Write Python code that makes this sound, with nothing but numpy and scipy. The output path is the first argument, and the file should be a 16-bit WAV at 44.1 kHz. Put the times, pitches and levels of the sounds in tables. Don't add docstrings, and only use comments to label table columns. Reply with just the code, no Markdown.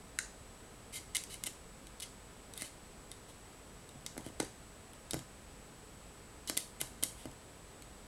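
import sys
import numpy as np
from scipy import signal
from scipy.fft import rfft, irfft, next_fast_len
from scipy.io import wavfile
from scipy.ndimage import uniform_filter1d

SR = 44100
rng = np.random.default_rng(int(sys.argv[2]) if len(sys.argv) > 2 else 0)


def to_wav(sig):
    pcm = np.clip(np.atleast_2d(sig), -1, 1) * 32767
    pcm = np.round(pcm).astype(np.int16)
    wavfile.write(sys.argv[1], SR, pcm.T)


N = 355878
HIT_SAMPLES = 8192

# (time [s], level [dB], contact time [ms], boom relative to the board [dB])
FOOTFALLS = [(1.473, -44, 0.52, -6), (2.622, -38.5, 0.28, -11), (3.956, -41.5, 2, 3),
             (4.1675, -42, 0.62, -21), (4.1791, -34, 1, -19), (4.2645, -34.5, 1.6, -11),
             (4.4009, -29, 0.29, -16), (4.403, -25, 1.16, -24), (5.134, -33.5, 0.49, -15),
             (5.1427, -27, 0.97, -3), (6.4987, -31.5, 0.3, -22), (6.571, -37, .6, -19),
             (6.816, -35.5, 0.18, -3), (7.03, -36, 0.42, -22), (7.2559, -34, 1.5, -14)]


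def undb(db):
    return 10 ** (np.asarray(db) / 20)


def unit(x):
    return x / np.sqrt(np.sum(x ** 2) + 1e-18)


def blow(x, db):
    return unit(x) * undb(db) * np.sqrt(SR * .002)


def add(out, s, x):
    i = max(int(s * SR), 0)
    out[i:i + len(x)] += x[:max(len(out) - i, 0)]


def gains(points, size):
    hz, db = np.transpose(points)
    return undb(np.interp(np.log(np.fft.rfftfreq(size, 1 / SR) + 1), np.log(hz), db))


def wander(count):
    return np.interp(np.arange(N), np.linspace(0, N, count), rng.standard_normal(count))


def background(air_db=-54.5, flutter_rad=.3):
    # (frequency [Hz], relative level [dB])
    air_spectrum = [(12, -14), (20, -7), (53, -0.5), (74, -4.5), (222, -7.5), (367, -11.5), (410, -8.5),
                    (574, -12.5), (718, -13.5), (1060, -16.5), (1220, -17.5), (6360, -27.5), (7950, -23.5),
                    (8650, -24), (16000, -41.5)]
    # (frequency [Hz], level [dB])
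    tones = [(49.3, -67.5), (1007, -78), (1258, -76.5), (7882, -67.5)]
    t = np.arange(N) / SR
    air = irfft(rfft(rng.standard_normal(N)) * gains(air_spectrum, N), N)
    out = unit(air) * np.sqrt(N) * undb(air_db)
    for hz, db in tones:
        phase = 2 * np.pi * hz * t + .5 * wander(count=20)
        phase += flutter_rad * hz / 7882 * wander(count=900)
        swell = 1 + .08 * wander(count=80)
        out += np.sqrt(2) * undb(db) * swell * np.sin(phase)
    return out


def contact(crunch_db, crunch_s, bounce_db, bounce_s):
    t = np.arange(1024) / SR
    crunch = rng.standard_normal(len(t)) * np.exp(-t / crunch_s) * (1 - np.exp(-t / 0.00014))
    push = undb(crunch_db) * unit(crunch)
    push[0] += 1
    add(push, bounce_s * rng.uniform(0.61, 1.7), undb([bounce_db]))
    return push


def ring(modes, detune, scatter_db, in_step=0):
    t = np.arange(HIT_SAMPLES) / SR
    out = np.zeros(HIT_SAMPLES)
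    for hz, t60, db in modes:
        weight, tuning, polarity = rng.standard_normal(3)
        mode = np.cos(2 * np.pi * hz * (1 + detune * tuning) * t) * np.exp(-np.log(1000) * t / t60)
        out += undb(db + scatter_db * weight) * np.sign(polarity + in_step) * unit(mode)
    return unit(out)


def highpass(x, hz):
    return signal.sosfilt(signal.butter(2, hz, "high", fs=SR, output="sos"), x)


def beak(start_s=0.1883, first_db=-24, fall_db=6, gap_s=.0011, gap_ratio=.7):
    # (frequency [Hz], T60 [s], relative level [dB])
    bill_modes = [(1490, 0.0091, 5.5), (1760, 0.0069, 2), (1980, 0.0051, 2.5), (2780, 0.0088, -2.5),
                  (3660, 0.005, 4), (4170, .011, -6), (5800, 0.0027, -5), (6700, 0.0059, -3),
                  (7050, .007, -1), (8170, 0.022, 2), (9130, 0.0044, -0.5), (9900, .007, -7),
                  (10800, 0.002, 3.5)]
    out, s = np.zeros(N), start_s
    for k in range(4):
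        push = contact(crunch_db=-3, crunch_s=0.0011, bounce_db=-14, bounce_s=.0004)
        bill = ring(bill_modes, detune=.006, scatter_db=2.5)
        add(out, s, blow(signal.fftconvolve(push, bill), first_db - k * fall_db))
        s += gap_s * gap_ratio ** k
    return signal.sosfilt(signal.butter(4, 11800, fs=SR, output="sos"), highpass(out, hz=1180))


def room(x, wet_db, t60_low=0.28, t60_high=0.36, build_s=0.0016, patchy=0.78):
    # (frequency [Hz], relative level [dB])
    wall_spectrum = [(100, 2.5), (400, -5.5), (1200, 1.5), (2000, -1), (3500, 1), (5000, 6.5), (7500, 5),
                     (10000, 0), (15000, -4)]
    size = 32768
    t = np.arange(size) / SR
    echoes = rng.standard_normal(size) * np.exp(patchy * rng.standard_normal(size) * np.exp(-t / 0.088))
    low = signal.sosfilt(signal.butter(2, 3000, fs=SR, output="sos"), echoes)
    decay = -np.log(1000) * t
    spectrum = rfft(low * np.exp(decay / t60_low) + (echoes - low) * np.exp(decay / t60_high))
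    spectrum /= np.sqrt(uniform_filter1d(np.abs(spectrum) ** 2, size=41))
    tail = irfft(spectrum * gains(wall_spectrum, size))[:size // 2]
    tail = unit(tail * (1 - np.exp(-(t[:size // 2] / build_s) ** 2)))
    analytic = signal.hilbert(x, next_fast_len(N))[:N]
    sent = np.real(analytic * np.exp(1j * wander(count=5000)))
    return x + undb(wet_db) * signal.fftconvolve(sent, tail)[:N]


def minimum_phase(gain):
    cepstrum = irfft(np.log(gain))
    half = len(cepstrum) // 2
    cepstrum[1:half] *= 2
    cepstrum[half + 1:] = 0
    return unit(irfft(np.exp(rfft(cepstrum))))


def tip(bright_hz):
    # (frequency [Hz], relative level [dB])
    tip_spectrum = [(200, -34), (1000, -18.5), (2500, -16), (4000, -6.5), (5300, -8.5), (7000, -6.5),
                    (9000, 0), (11000, -3.5), (13000, -13.5), (16000, -28)]
    hz = np.fft.rfftfreq(512, 1 / SR)
    tilt = (np.clip(hz, 6300, 12000) / 9000) ** (7 * np.log2(bright_hz / 8900))
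    return minimum_phase(gains(tip_spectrum, size=512) * tilt)


def claw(toe_hz, db_per_octave=16):
    # (frequency [Hz], T60 [s], relative level [dB])
    claw_modes = [(1420, 0.011, -16), (2069, 0.04, 2), (2490, 0.006, -6.5), (3024, 0.013, -1.5),
                  (3295, 0.012, -3.5), (3763, 0.018, -1.5), (4050, 0.0042, -10), (4820, 0.01, -10.5),
                  (5350, 0.0093, -9)]
    modes = [(hz, t60, db - db_per_octave * abs(np.log2(hz / toe_hz))) for hz, t60, db in claw_modes]
    return highpass(ring(modes, detune=0.015, scatter_db=2.5), hz=700)


def skids(slips_per_s=4000, uneven_db=4, swell=.25):
    # (time [s], duration [s], hiss level [dB], toe pitch [Hz])
    slides = [(0.925, 0.062, -47, 2700), (1.148, 0.018, -36.5, 2180), (1.293, 0.068, -53, 2870),
              (1.459, 0.018, -45, 2450), (2.019, 0.022, -47.5, 3100), (2.549, 0.14, -55, 2700),
              (3.28, 0.039, -63, 3300), (4.24, 0.046, -61, 3000), (4.398, 0.0084, -46.5, 3970),
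              (6.475, 0.027, -46, 3380), (6.568, 0.0052, -35, 3200), (6.8014, 0.009, -43.5, 3200),
              (7.026, 0.0036, -36, 3420), (7.17, 0.08, -62, 3300)]
    out = np.zeros(N)
    for s, duration, db, toe_hz in slides:
        count = max(int(duration * SR), 16)
        chance, size, sign = rng.random((3, HIT_SAMPLES))[:, :count]
        strength = undb(-uneven_db * np.log(np.maximum(size, .06)))
        doublings = np.log2(duration / .02)
        envelope = np.sin(np.pi * (np.arange(count) + .5) / count) ** (swell * 2 ** (doublings / 2))
        slips = (chance < slips_per_s / SR) * strength * np.sign(sign - .5) * envelope
        ring_db = db - 2.5 - 0.3 * doublings
        add(out, s, unit(np.convolve(slips, tip(bright_hz=8800))) * np.sqrt(count) * undb(db))
        add(out, s, unit(signal.fftconvolve(slips, claw(toe_hz))) * np.sqrt(count) * undb(ring_db))
    return out


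def ticks(graze_db=-14, ring_growth=0.71):
    # (time [s], level [dB], brightness [Hz], toe pitch [Hz])
    catches = [(1.1491, -32.5, 7650, 3000), (1.168, -27, 8200, 3200), (1.2382, -39.5, 8800, 3300),
               (1.3422, -41, 9300, 3000), (1.4379, -31.5, 8950, 2900), (1.467, -33.5, 10300, 2800),
               (1.4716, -36, 9100, 2670), (1.8704, -48.5, 9000, 3700), (2.0008, -41.5, 8300, 3300),
               (2.0056, -40.5, 8300, 3500), (2.024, -41, 9500, 3100), (2.5372, -43, 8700, 3800),
               (2.5773, -39, 9500, 3500), (2.6111, -42, 8200, 3200), (2.6207, -34, 8800, 2150),
               (3.116, -41, 8300, 4030), (3.8913, -50.5, 8440, 3600), (4.064, -33.5, 7400, 4270),
               (4.1787, -40, 8850, 2850), (4.264, -48.5, 9450, 3200), (4.402, -29, 7440, 1500),
               (4.934, -52.5, 10000, 2700), (5.1096, -31.5, 8560, 3600), (5.134, -34.5, 6600, 4500),
               (5.1428, -36.5, 9900, 1600), (6.475, -38.5, 7950, 3900), (6.498, -28.5, 8600, 3100),
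               (6.5752, -23, 9700, 3200), (6.604, -44, 9100, 4000), (6.8142, -27, 9900, 3400),
               (7.0364, -21.5, 9700, 3700), (7.256, -48, 8850, 2400), (7.8226, -50, 8600, 3500)]
    out = np.zeros(N)
    t = np.arange(256) / SR
    for s, tip_db, bright_hz, toe_hz in catches + grips():
        crunch_db = np.interp(tip_db, [-36, -24], [-1, -10])
        push = contact(crunch_db, crunch_s=0.0014, bounce_db=-9.5, bounce_s=.0008)
        graze = rng.standard_normal(len(t)) * np.exp(-t[::-1] / 0.0012)
        ring_db = -43 + ring_growth * (tip_db + 35)
        add(out, s - len(t) / SR, blow(np.convolve(graze, tip(9100)), min(tip_db, -34) + graze_db))
        add(out, s, blow(np.convolve(push, tip(bright_hz)), tip_db))
        add(out, s, blow(signal.fftconvolve(push, claw(toe_hz)), ring_db))
    return out


def pad(contact_ms):
    u = 2 * np.pi * np.arange(512) / SR * 1000 / contact_ms
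    return u * np.exp(-u)


def steps(settle_s=.03, settle_db=-12, settle_ms=1.44):
    # (frequency [Hz], T60 [s], relative level [dB])
    board_modes = [(232, 0.06, -6), (272, 0.099, 5), (320, 0.084, 5.5), (400, 0.028, -1), (546, 0.012, 3.5),
                   (652, 0.038, -2), (965, 0.02, -36), (1250, 0.009, 1), (1525, 0.011, 2),
                   (2280, 0.015, -3.5), (3900, 0.015, -20)]
    # (frequency [Hz], T60 [s], relative level [dB])
    frame_modes = [(71.4, 0.1, 2), (124.2, 0.28, 4.5), (150, 0.064, 7.5)]
    out = np.zeros(N)
    for s, db, contact_ms, boom_db in FOOTFALLS:
        board = ring(board_modes, detune=.015, scatter_db=1, in_step=3)
        frame = ring(frame_modes, detune=0.039, scatter_db=3.0)
        body = unit(highpass(board, hz=141)) + undb(boom_db) * unit(highpass(frame, hz=60.4))
        add(out, s, blow(signal.fftconvolve(pad(contact_ms), body), db))
        settle = blow(signal.fftconvolve(pad(settle_ms), body), db + settle_db)
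        add(out, s + settle_s * rng.uniform(.7, 1.3), settle)
    return out


def grips(within_s=.06, relative_db=-20.5, uneven_db=3, bright_hz=9000, toe_hz=3100):
    chance = rng.random((len(FOOTFALLS), 2))
    return [(s + within_s * (1 + 2 * lag) / 3,
             db + relative_db + uneven_db * (2 * force - 1), bright_hz, toe_hz)
            for (s, db, *_), (lag, force) in zip(FOOTFALLS, chance)]


def scene():
    bird = room(beak(), wet_db=-8.0) + room(ticks(), wet_db=-9.5)
    bird += room(skids(), wet_db=-5.5) + room(steps(), wet_db=-4.5)
    return (bird + background())[None]


def record(dry, cutoff_hz=16200):
    return signal.sosfilt(signal.ellip(8, .2, 70, cutoff_hz, fs=SR, output="sos"), dry)


dry = scene()
out = record(dry)
to_wav(out)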